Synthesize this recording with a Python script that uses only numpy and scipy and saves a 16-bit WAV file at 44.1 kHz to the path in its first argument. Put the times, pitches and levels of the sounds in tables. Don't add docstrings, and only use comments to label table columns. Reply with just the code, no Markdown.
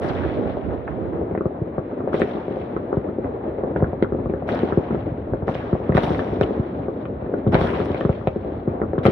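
import sys
import numpy as np
from scipy import signal
from scipy.fft import rfft, irfft, next_fast_len
from scipy.io import wavfile
from scipy.ndimage import uniform_filter1d

SR = 44100
rng = np.random.default_rng(int(sys.argv[2]) if len(sys.argv) > 2 else 0)


def generate_wav(sig):
    pcm = np.round(np.clip(np.atleast_2d(sig).T, -1, 1) * 32767).astype(np.int16)
    wavfile.write(sys.argv[1], SR, pcm)


N = 401751
RIGHT_LAG_S = .0005
SIDE_SCATTER_S = .0001
TOP_HZ = 15700


def bangs():
    # t/s (mid-pulse), push/dB, pulse f/Hz, thump/dB, crack/dB, knock f/Hz
    reports = [(0.046, -10, 282, -23, -41, 900), (0.097, -11.5, 455, -16, -42, 2730),
               (0.571, -10.5, 558, -40, -46, 1270), (0.878, -17, 670, -38, -30.0, 1660),
               (1.133, -28, 390, -42, -40, 1950), (1.215, -12, 480, -43, -53.5, 900),
               (1.312, -13.5, 350, -37.5, -49, 2220), (1.351, -9, 511, -35, -32.5, 1800),
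               (1.377, -10, 380, -41, -35.0, 2020), (1.409, -9, 358, -41, -32.5, 1190),
               (1.457, -6, 407, -12.5, -32, 1030), (1.616, -14, 314, -11, -59, 900),
               (1.782, -6.5, 466, -15.5, -36, 1190), (1.914, -23, 520, -26, -36, 1200),
               (2.005, -15, 450, -46, -34, 1110), (2.039, -12, 348, -28, -51, 1030),
               (2.076, -6.5, 487, -37, -41, 1340), (2.131, -18, 620, -45, -27.5, 1110),
               (2.143, -4, 423, -47, -28.5, 1460), (2.202, -5, 520, -34, -55, 4430),
               (2.219, -2.5, 394, -30, -25, 1790), (2.352, -9, 300, -43, -53, 900),
               (2.37, -12, 447, -37, -32, 1040), (2.482, -8.5, 434, -39, -46, 900),
               (2.51, -8.5, 370, -43, -53, 900), (2.57, -9, 450, -48, -42, 900),
               (2.765, -13.5, 378, -37, -29, 1110), (2.929, -8.5, 416, -46, -29.5, 1030),
               (2.944, -19, 420, -42, -44, 1100), (2.971, -5.5, 380, -9.5, -36.5, 1360),
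               (3.088, -10, 328, -44.5, -39.5, 1260), (3.186, -6.5, 395, -36, -53, 950),
               (3.245, -20, 450, -36, -39.5, 2000), (3.443, -18.5, 600, -40, -42, 890),
               (3.586, -9, 424, -50, -63, 960), (3.637, -6, 420, -27, -37, 1600),
               (3.708, -9, 405, -25, -53, 1930), (3.762, -7, 469, -22, -30.5, 1480),
               (3.805, -16, 520, -18, -41.5, 1930), (3.825, -2, 430, -5.5, -32.5, 1100),
               (3.843, -22, 614, -46, -31, 1470), (3.932, -7.5, 520, -23, -60.5, 900),
               (4.026, -0.5, 350, -21.5, -26, 2090), (4.045, -28, 550, -41, -28.5, 1030),
               (4.123, -7, 375, -19.5, -35.5, 1185), (4.149, -5, 400, -38, -47, 1110),
               (4.188, -13.5, 360, -34, -31.5, 910), (4.259, -11, 440, -15, -35, 1110),
               (4.298, -7.5, 336, -24, -42, 2380), (4.338, -8.5, 394, -24, -37, 1670),
               (4.424, -10.5, 543, -19, -45, 960), (4.49, -11, 520, -42, -26.5, 1440),
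               (4.516, -6.5, 422, -26, -44, 900), (4.591, -16, 676, -17.5, -32.5, 3130),
               (4.634, -1, 348, -44, -41.5, 1350), (4.724, -8.5, 362, -19, -25.5, 960),
               (4.775, -0.5, 355, -7.5, -39, 900), (4.908, -10, 328, -23, -30.5, 1130),
               (4.947, -6.5, 378, -33, -34, 1290), (5.116, -43, 430, -14, -55, 1110),
               (5.32, -33, 440, -15.5, -57, 960), (5.336, -6, 460, -18, -36.5, 1550),
               (5.424, -13, 470, -16, -33, 960), (5.481, -8, 457, -37, -28.5, 1640),
               (5.49, -4, 630, -14.5, -50, 1310), (5.553, -9.5, 500, -22, -34, 2730),
               (5.73, -5.5, 312, -7.5, -29, 1030), (5.753, -9, 540, -34, -34, 960),
               (5.802, -10.5, 456, -21, -51, 1036), (5.894, -5, 370, -5.5, -30.5, 1115),
               (5.923, -11, 466, -14, -31.5, 1910), (5.951, -3.5, 335, -5, -29, 965),
               (5.97, -10, 400, -31.0, -20.5, 1840), (5.978, -0.5, 626, -11.0, -22, 980),
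               (6.035, -9, 328, -17, -31.5, 4500), (6.075, -9, 603, -19, -47, 960),
               (6.106, -6.5, 398, -16, -25.5, 900), (6.117, -18.5, 440, -17, -37, 1580),
               (6.147, -24, 420, -38, -29.5, 2070), (6.193, -10.5, 443, -21, -26, 1700),
               (6.319, -18, 340, -17, -41.5, 2240), (6.412, -0.5, 480, -15.5, -28, 2630),
               (6.434, -15, 398, -44, -33, 2940), (6.508, -7, 387, -32, -48, 1680),
               (6.595, -13, 338, -9, -56, 1190), (6.789, -25, 570, -16, -53.0, 960),
               (6.884, -8, 413, -35, -33.5, 1105), (7.055, -24.5, 447, -22.5, -38, 2530),
               (7.224, -11.5, 420, -31, -53, 1040), (7.263, -19, 472, -20, -36, 1670),
               (7.34, -7.5, 420, -36, -33, 1440), (7.467, -6, 414, -6, -32.5, 1020),
               (7.476, -7.5, 372, -13, -42, 3100), (7.491, -7.5, 270, -16, -49.0, 900),
               (7.523, -16, 380, -35, -32.0, 900), (7.529, -9, 262, -13, -40, 1810),
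               (7.545, -3.5, 331, -4.0, -19.5, 2190), (7.553, -1.5, 640, -43, -20.5, 935),
               (7.614, -8, 395, -12, -32, 4430), (7.649, -7, 450, -14, -46, 900),
               (7.735, -14, 312, -21, -29.5, 1030), (7.771, -12.5, 510, -27, -44, 1680),
               (7.802, -8, 380, -31, -33, 1360), (7.904, -11.5, 365, -17, -34, 1190),
               (7.946, -11, 465, -18.5, -33, 2240), (8.01, -8.5, 463, -22, -31.5, 1850),
               (8.051, -4.5, 364, -8, -29, 1120), (8.094, -4.5, 467, -6, -26.5, 870),
               (8.212, -26.5, 520, -23, -34.5, 1380), (8.273, -2, 536, -10.5, -28.5, 2630),
               (8.362, -6.5, 338, -37, -46, 1030), (8.448, -12.5, 446, -24, -59, 1030),
               (8.677, -8, 343, -12.5, -34.5, 1110), (8.801, -13, 595, -43, -45, 960),
               (8.817, -7, 375, -33, -25, 960), (8.835, -9.5, 377, -45, -30.5, 1110),
               (8.934, -6, 453, -34, -40.5, 1710), (8.954, -17, 470, -27, -40.0, 1110),
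               (8.981, -6.5, 390, -11, -29, 1030), (8.987, -21, 332, -33, -39, 3370),
               (9.054, -3, 446, -4.5, -20, 1240), (9.063, 2, 535, -12, -24.5, 2420),
               (9.067, -11, 460, -19, -22, 3160), (9.083, 1, 330, -12, -56, 1190)]
    # f/Hz, gain/dB
    snap_colour = [(500, -16.5), (1200, 13.5), (2200, 3), (2900, -4.5), (3800, -2.5), (5200, -21.5),
                   (6800, -46), (15000, -56)]
    near_crack_db, onset_turns = -20.5, 0.096
    pulses, thumps, snaps, knocks = np.zeros((4, 2, N))
    t = np.arange(400) / SR
    splinters = rng.standard_normal((len(reports), 3, len(t)))
    scatter = rng.standard_normal(len(reports))
    for (s, db, hz, thump_db, crack_db, knock_hz), noise, side in zip(reports, splinters, scatter):
        start = s - .45 / hz
        lag_s = np.clip(side * SIDE_SCATTER_S, -RIGHT_LAG_S, RIGHT_LAG_S)
        lost_db = near_crack_db - crack_db
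        onset = onset_turns * 2 ** np.clip(lost_db / 14.5, 0, 2)
        add(pulses, undb(db) * blast(hz, damp=0.89, onset=onset), start, lag_s)
        add(thumps, undb(thump_db) * blast(hz=126.3, damp=1.0, onset=onset_turns), start + 0.0027, lag_s)
        knock_db = crack_db + 4 - 6.5 * np.log2(knock_hz / 1000)
        knock_shape = np.exp(-(t / 0.002 - 1) ** 2) * (1 - np.exp(-(t * knock_hz) ** 2))
        add(knocks, undb(knock_db) * knock_shape * np.sin(2 * np.pi * knock_hz * t), start, RIGHT_LAG_S)
        puff = undb(crack_db + 9) * np.exp(-t / 0.0016) * (1 - np.exp(-t / 0.00015))
        snap_top_hz = min(1.195 * knock_hz * 2 ** max(1 - lost_db / 11.5, 0), TOP_HZ)
        snap = butter(puff * (0.92 * noise[0] + noise[1:]), 6, snap_top_hz)
        i = int(start * SR)
        snaps[:, i:i + len(t)] += snap[:, :N - i]
    pulses, thumps = butter([pulses, thumps], 4, 1700)
    return walls(pulses + knocks + colour(snaps, snap_colour)) + thumps


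def blast(hz, damp, onset):
    turns = np.arange(int(3 * SR / hz)) * hz / SR
    return np.sin(2 * np.pi * turns) * np.exp(-damp * turns ** 2) * (1 - np.exp(-turns / onset))


def ticks():
    # t/s, peak level/dB, low f/Hz, top f/Hz
    clicks = [(2.197, -41, 3000, 7500), (4.028, -38.5, 1710, 4200), (4.032, -33, 1720, 4200),
              (4.591, -30, 2000, 4500), (5.969, -29, 1500, 4500), (5.979, -31, 1500, 5500),
              (6.147, -29, 1500, 4000), (6.411, -26, 2200, 5400), (6.412, -44.5, 5500, 14000),
              (7.552, -35, 1500, 5500), (7.918, -32, 1500, 4300), (7.946, -29, 1200, 4000),
              (8.274, -40, 1200, 5460), (8.989, -44, 1800, 5200), (9.068, -35, 2000, 5470),
              (9.067, -38, 6000, 14000)]
    out = np.zeros((2, N))
    for s, db, low_hz, top_hz in clicks:
        tick = butter(signal.unit_impulse(256), 5, [low_hz, top_hz], "band")
        add(out, undb(db) * tick / np.abs(tick).max(), s, SIDE_SCATTER_S)
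    return out


def rolls():
    # t/s, level/dB, build-up/s, ring t60/s, treble/dB (4 kHz over 500 Hz)
    shells = [(0.01, -27, 0.0062, 2.87, 3.5), (0.884, -33, .007, 1.3, -11.5),
              (2.124, -30, 0.0064, 2.47, 4.5), (2.551, -41, 0.0062, 1.3, 3),
              (3.751, -28, .007, 0.88, -14.5), (4.468, -26.5, 0.012, 2.42, 1.5),
              (4.9, -27.5, 0.0092, 1.03, -9.5), (5.468, -30.5, 0.0069, 2.3, 3.5),
              (5.942, -21, 0.0072, 1.35, 3.5), (6.018, -37.5, .01, 2.87, 13.5),
              (6.41, -35, 0.0084, 0.64, 6.5), (6.999, -37.5, 0.0046, 0.43, -3),
              (7.517, -20.5, 0.0048, 1.6, 0), (7.581, -32, .012, 3.24, 9), (9.03, -33.5, 0.013, 1.4, 12.5)]
    # f/Hz, level/dB per Hz
    roll_colour = [(35, -28), (70, -8.5), (170, -1.5), (420, -6.5), (700, -4.5), (1000, -13), (1700, -19),
                   (2600, -27), (3300, -29), (4200, -37.5), (5400, -45), (7000, -63.5), (8200, -65),
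                   (9300, -57), (10500, -62), (12500, -63.5), (15500, -78.5)]
    # delay/s, lift/dB, width/s
    slaps = [(.03, 5, .006), (.09, 2, .014), (0.399, 7, 0.0033)]
    t, size = np.arange(0, N, 32) / SR, next_fast_len(N)
    hz = np.arange(size // 2 + 1) * SR / size
    echoes = pair(*[grains(2500, 3.) for _ in range(4)], split_hz=900) * lumps(50, 1.8)
    wash = pair(*rng.standard_normal((4, N)), split_hz=900)
    crackly, smooth = (rfft(colour(x, roll_colour), size) for x in (echoes, wash))
    slaps_db = []
    for s, *_, treble_db in shells:
        lift_db = sum(db * np.exp(-((t - s - delay) / width) ** 2) for delay, db, width in slaps)
        slaps_db.append(np.clip(treble_db / 6.5, 0, 1) * lift_db)
    out, band_octaves = np.zeros((2, N)), 2 / 3
    for centre in 60 * 2 ** np.arange(0, 8.5, band_octaves):
        offset = np.log2(np.maximum(hz, 1) / centre) / band_octaves
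        share = np.cos(np.pi / 2 * np.clip(offset, -1, 1)) ** 2
        height = np.log2(centre / 500) / 3
        power = np.zeros(len(t))
        for (s, db, build_s, t60, treble_db), slap_db in zip(shells, slaps_db):
            age = np.maximum(t - s, 0)
            ring_s = t60 / (1 + (centre / 7500) ** 2)
            tilt_db = treble_db * height + slap_db * np.clip(height, 0, 1)
            power += (undb(db + tilt_db - 60 * age / ring_s) * (1 - np.exp(-age / build_s))) ** 2
        fade = np.interp(np.arange(N) / SR, t, np.sqrt(power))
        spectrum, spread_db = (crackly, 2.8) if centre < 5000 else (smooth, 1.4)
        rms = np.sqrt(np.mean(np.abs(spectrum) ** 2) / N)
        band = irfft(spectrum * share, size)[:, :N] / rms
        out += fade * lumps(70, spread_db) * band
    return out


def flashes():
    # t/s, centre f/Hz, level/dB
    echoes = [(0.089, 4500, -47), (.098, 2500, -47), (2.21, 9000, -67), (4.548, 9500, -70),
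              (4.492, 3300, -49), (4.549, 4800, -53), (5.547, 3200, -41), (5.549, 4900, -56),
              (6.03, 11500, -65), (6.037, 5140, -54), (6.042, 3050, -39), (5.965, 10000, -66),
              (6.182, 4000, -52), (6.434, 2930, -35), (7.535, 10000, -68), (7.548, 12500, -61),
              (7.62, 3620, -45), (7.689, 1580, -35), (7.759, 4500, -57), (7.8, 9500, -70),
              (7.99, 9200, -73), (7.854, 5060, -55), (7.856, 9100, -68), (7.919, 3300, -48),
              (8.009, 2970, -41)]
    half_width_s, octaves = 0.005, 0.33
    out, t = np.zeros((2, N)), np.arange(-900, 900) / SR
    for (s, hz, db), noise in zip(echoes, rng.standard_normal((len(echoes), 3, len(t)))):
        edges_hz = hz * 2 ** (np.array([-.5, .5]) * octaves)
        crackle = butter(noise[0] + noise[1:], 2, edges_hz, "band")
        i = int((s + t[0]) * SR)
        out[:, i:i + len(t)] += level(crackle, db) * np.exp(-(t / half_width_s) ** 2)
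    return out


def barrage():
    # t/s, level/dB, extra bass/dB
    course = [(0, -23.5, 2.5), (.38, -24.5, -1.5), (.71, -28.5, 0.5), (1.9, -28, 0), (2.79, -28.5, -2.5),
              (3.3, -27.5, 2), (3.88, -28, 3), (4.34, -28.5, 5), (4.8, -27, 0), (5.17, -29.5, 10),
              (5.6, -27.5, 3.5), (5.9, -28, 2), (6.06, -24, 0.5), (6.49, -25, 1), (6.9, -29, 1),
              (7.461, -26.5, 6.5), (7.66, -22.5, 1), (7.94, -24.5, 5.5), (8.1, -29, 4), (8.752, -29.5, 6.5),
              (9.11, -25.5, 8.5)]
    # f/Hz, level/dB per Hz
    far_colour = [(20, -61), (32, -15), (80, 0), (150, -6.5), (260, 0.5), (400, -1.5), (580, -5),
                  (700, -10), (900, -16), (1900, -32), (2900, -43.5), (4100, -52), (4700, -65.5),
                  (7000, -93)]
    pops = pair(*[grains(300, 2.7) for _ in range(4)], split_hz=1000)
    rumble = pair(*rng.standard_normal((4, N)), split_hz=633) * lumps(30, 1.5)
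    far = level(colour(walls(undb(-11.5) * pops) + patchy(rumble), far_colour), 0)
    s, *columns_db = np.transpose(course)
    gain, bass_gain = (undb(np.interp(np.arange(N) / SR, s, db)) for db in columns_db)
    return (far + (bass_gain - 1) * below(far, hz=110)) * gain


def patchy(rumble):
    splits = (220, 600, 1300)
    out = 0
    for hz in splits:
        low = below(rumble, hz)
        out = out + low * lumps(30, 2.7)
        rumble = rumble - low
    return out + rumble * lumps(36, 1.3)


def walls(x):
    # delay/s, gain/dB, lag at the left microphone/s
    echoes = [(.0055, -7.5, -.0003), (.0094, -11, .0003), (.0116, -11, -.0003), (.0191, -17, .0004),
              (.0271, -23, -.0002)]
    out = x.copy()
    for s, db, lag_s in echoes:
        out += undb(db) * np.array([np.roll(x[0], int((s + lag_s) * SR)), np.roll(x[1], int(s * SR))])
    t, t60 = np.arange(int(.25 * SR)) / SR, 0.22
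    mid, side = rng.standard_normal((2, len(t)))
    fade = undb(-60 * t / t60) * np.minimum(t / 0.0041, 1)
    smear = butter(np.array([mid + side, mid - 0.061 * side]) * fade, 2, 2550)
    return out + undb(-38.5) * signal.fftconvolve(x, smear, axes=1)[:, :N]


def pair(ahead, far_right, left_only, right_only, split_hz):
    diffuse = np.array([left_only, right_only])
    slanting = np.array([np.roll(far_right, int(RIGHT_LAG_S * SR)), far_right])
    long_waves = butter(ahead + 0.019 * diffuse, 2, split_hz)
    return long_waves + 0.94 * butter(.7 * slanting + diffuse, 2, split_hz, "high")


def grains(rate, spread_db):
    size = rng.standard_normal(N) * undb(spread_db * np.minimum(rng.exponential(size=N), 2.5))
    return level((rng.random(N) < rate / SR) * np.clip(size, -4, 4), 0)


def lumps(rate, spread_db):
    hits = (rng.random(N) < rate / SR) * rng.exponential(size=N)
    sag = np.exp(-rate / SR)
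    swell = signal.lfilter([1], [1, -sag], uniform_filter1d(hits, size=60))
    return undb(spread_db * np.minimum((swell - swell.mean()) / swell.std(), 2))


def undb(db):
    return 10 ** (np.asarray(db) / 20)


def level(x, db):
    return x * undb(db) / np.sqrt(np.mean(x ** 2))


def butter(x, order, hz, kind="low"):
    return signal.sosfilt(signal.butter(order, hz, kind, fs=SR, output="sos"), x)


def below(x, hz):
    return signal.sosfiltfilt(signal.butter(2, hz, fs=SR, output="sos"), x)


def colour(x, points):
    size = 4096
    hz = np.arange(size // 2 + 1) * SR / size
    at_hz, db = np.transpose(points)
    curve_db = np.interp(np.log(np.maximum(hz, 1)), np.log(at_hz), db)
    cepstrum = irfft(np.log(undb(curve_db)))
    cepstrum[1:size // 2] *= 2
    cepstrum[size // 2 + 1:] = 0
    response = irfft(np.exp(rfft(cepstrum)))
    return signal.fftconvolve(x, np.atleast_2d(response), axes=1)[:, :N]


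def add(out, sound, s, lag_s):
    for ch, late in enumerate((lag_s, 0)):
        i = int((s + late) * SR)
        piece = sound[:max(N - i, 0)]
        out[ch, i:i + len(piece)] += piece


def scene():
    return bangs() + ticks() + rolls() + flashes() + barrage()


def record(dry):
    # f/Hz, level/dB per Hz
    hiss_colour = [(20, -9.5), (6000, -3.5), (8000, -5), (12000, -1), (15000, -8)]
    # f/Hz, left over right/dB
    balance = [(60, -0.96), (250, 1.5), (500, 2.5), (1500, 1.55), (4000, 1.7), (8000, -13), (12000, -5)]
    mid, side = rng.standard_normal((2, N))
    hiss = level(colour(np.array([mid + .5 * side, mid - .5 * side]), hiss_colour), -88)
    mics = butter(butter(dry, 4, 52, "high"), 2, 34, "high")
    lean = 0.75 * np.clip((1.18 - np.arange(N) / SR) / .02, 0, 1)
    mics = mics + lean * below(mics.mean(axis=0), hz=300) * [[-1], [1]]
    left = colour(mics[:1], [(hz, db / 2) for hz, db in balance])
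    right = colour(mics[1:], [(hz, -db / 2) for hz, db in balance])
    clipped = np.clip(np.vstack([left, right]) + hiss, -1, 1)
    return signal.sosfilt(signal.ellip(8, .2, 70, TOP_HZ, fs=SR, output="sos"), clipped)


dry = scene()
out = record(dry)
generate_wav(out)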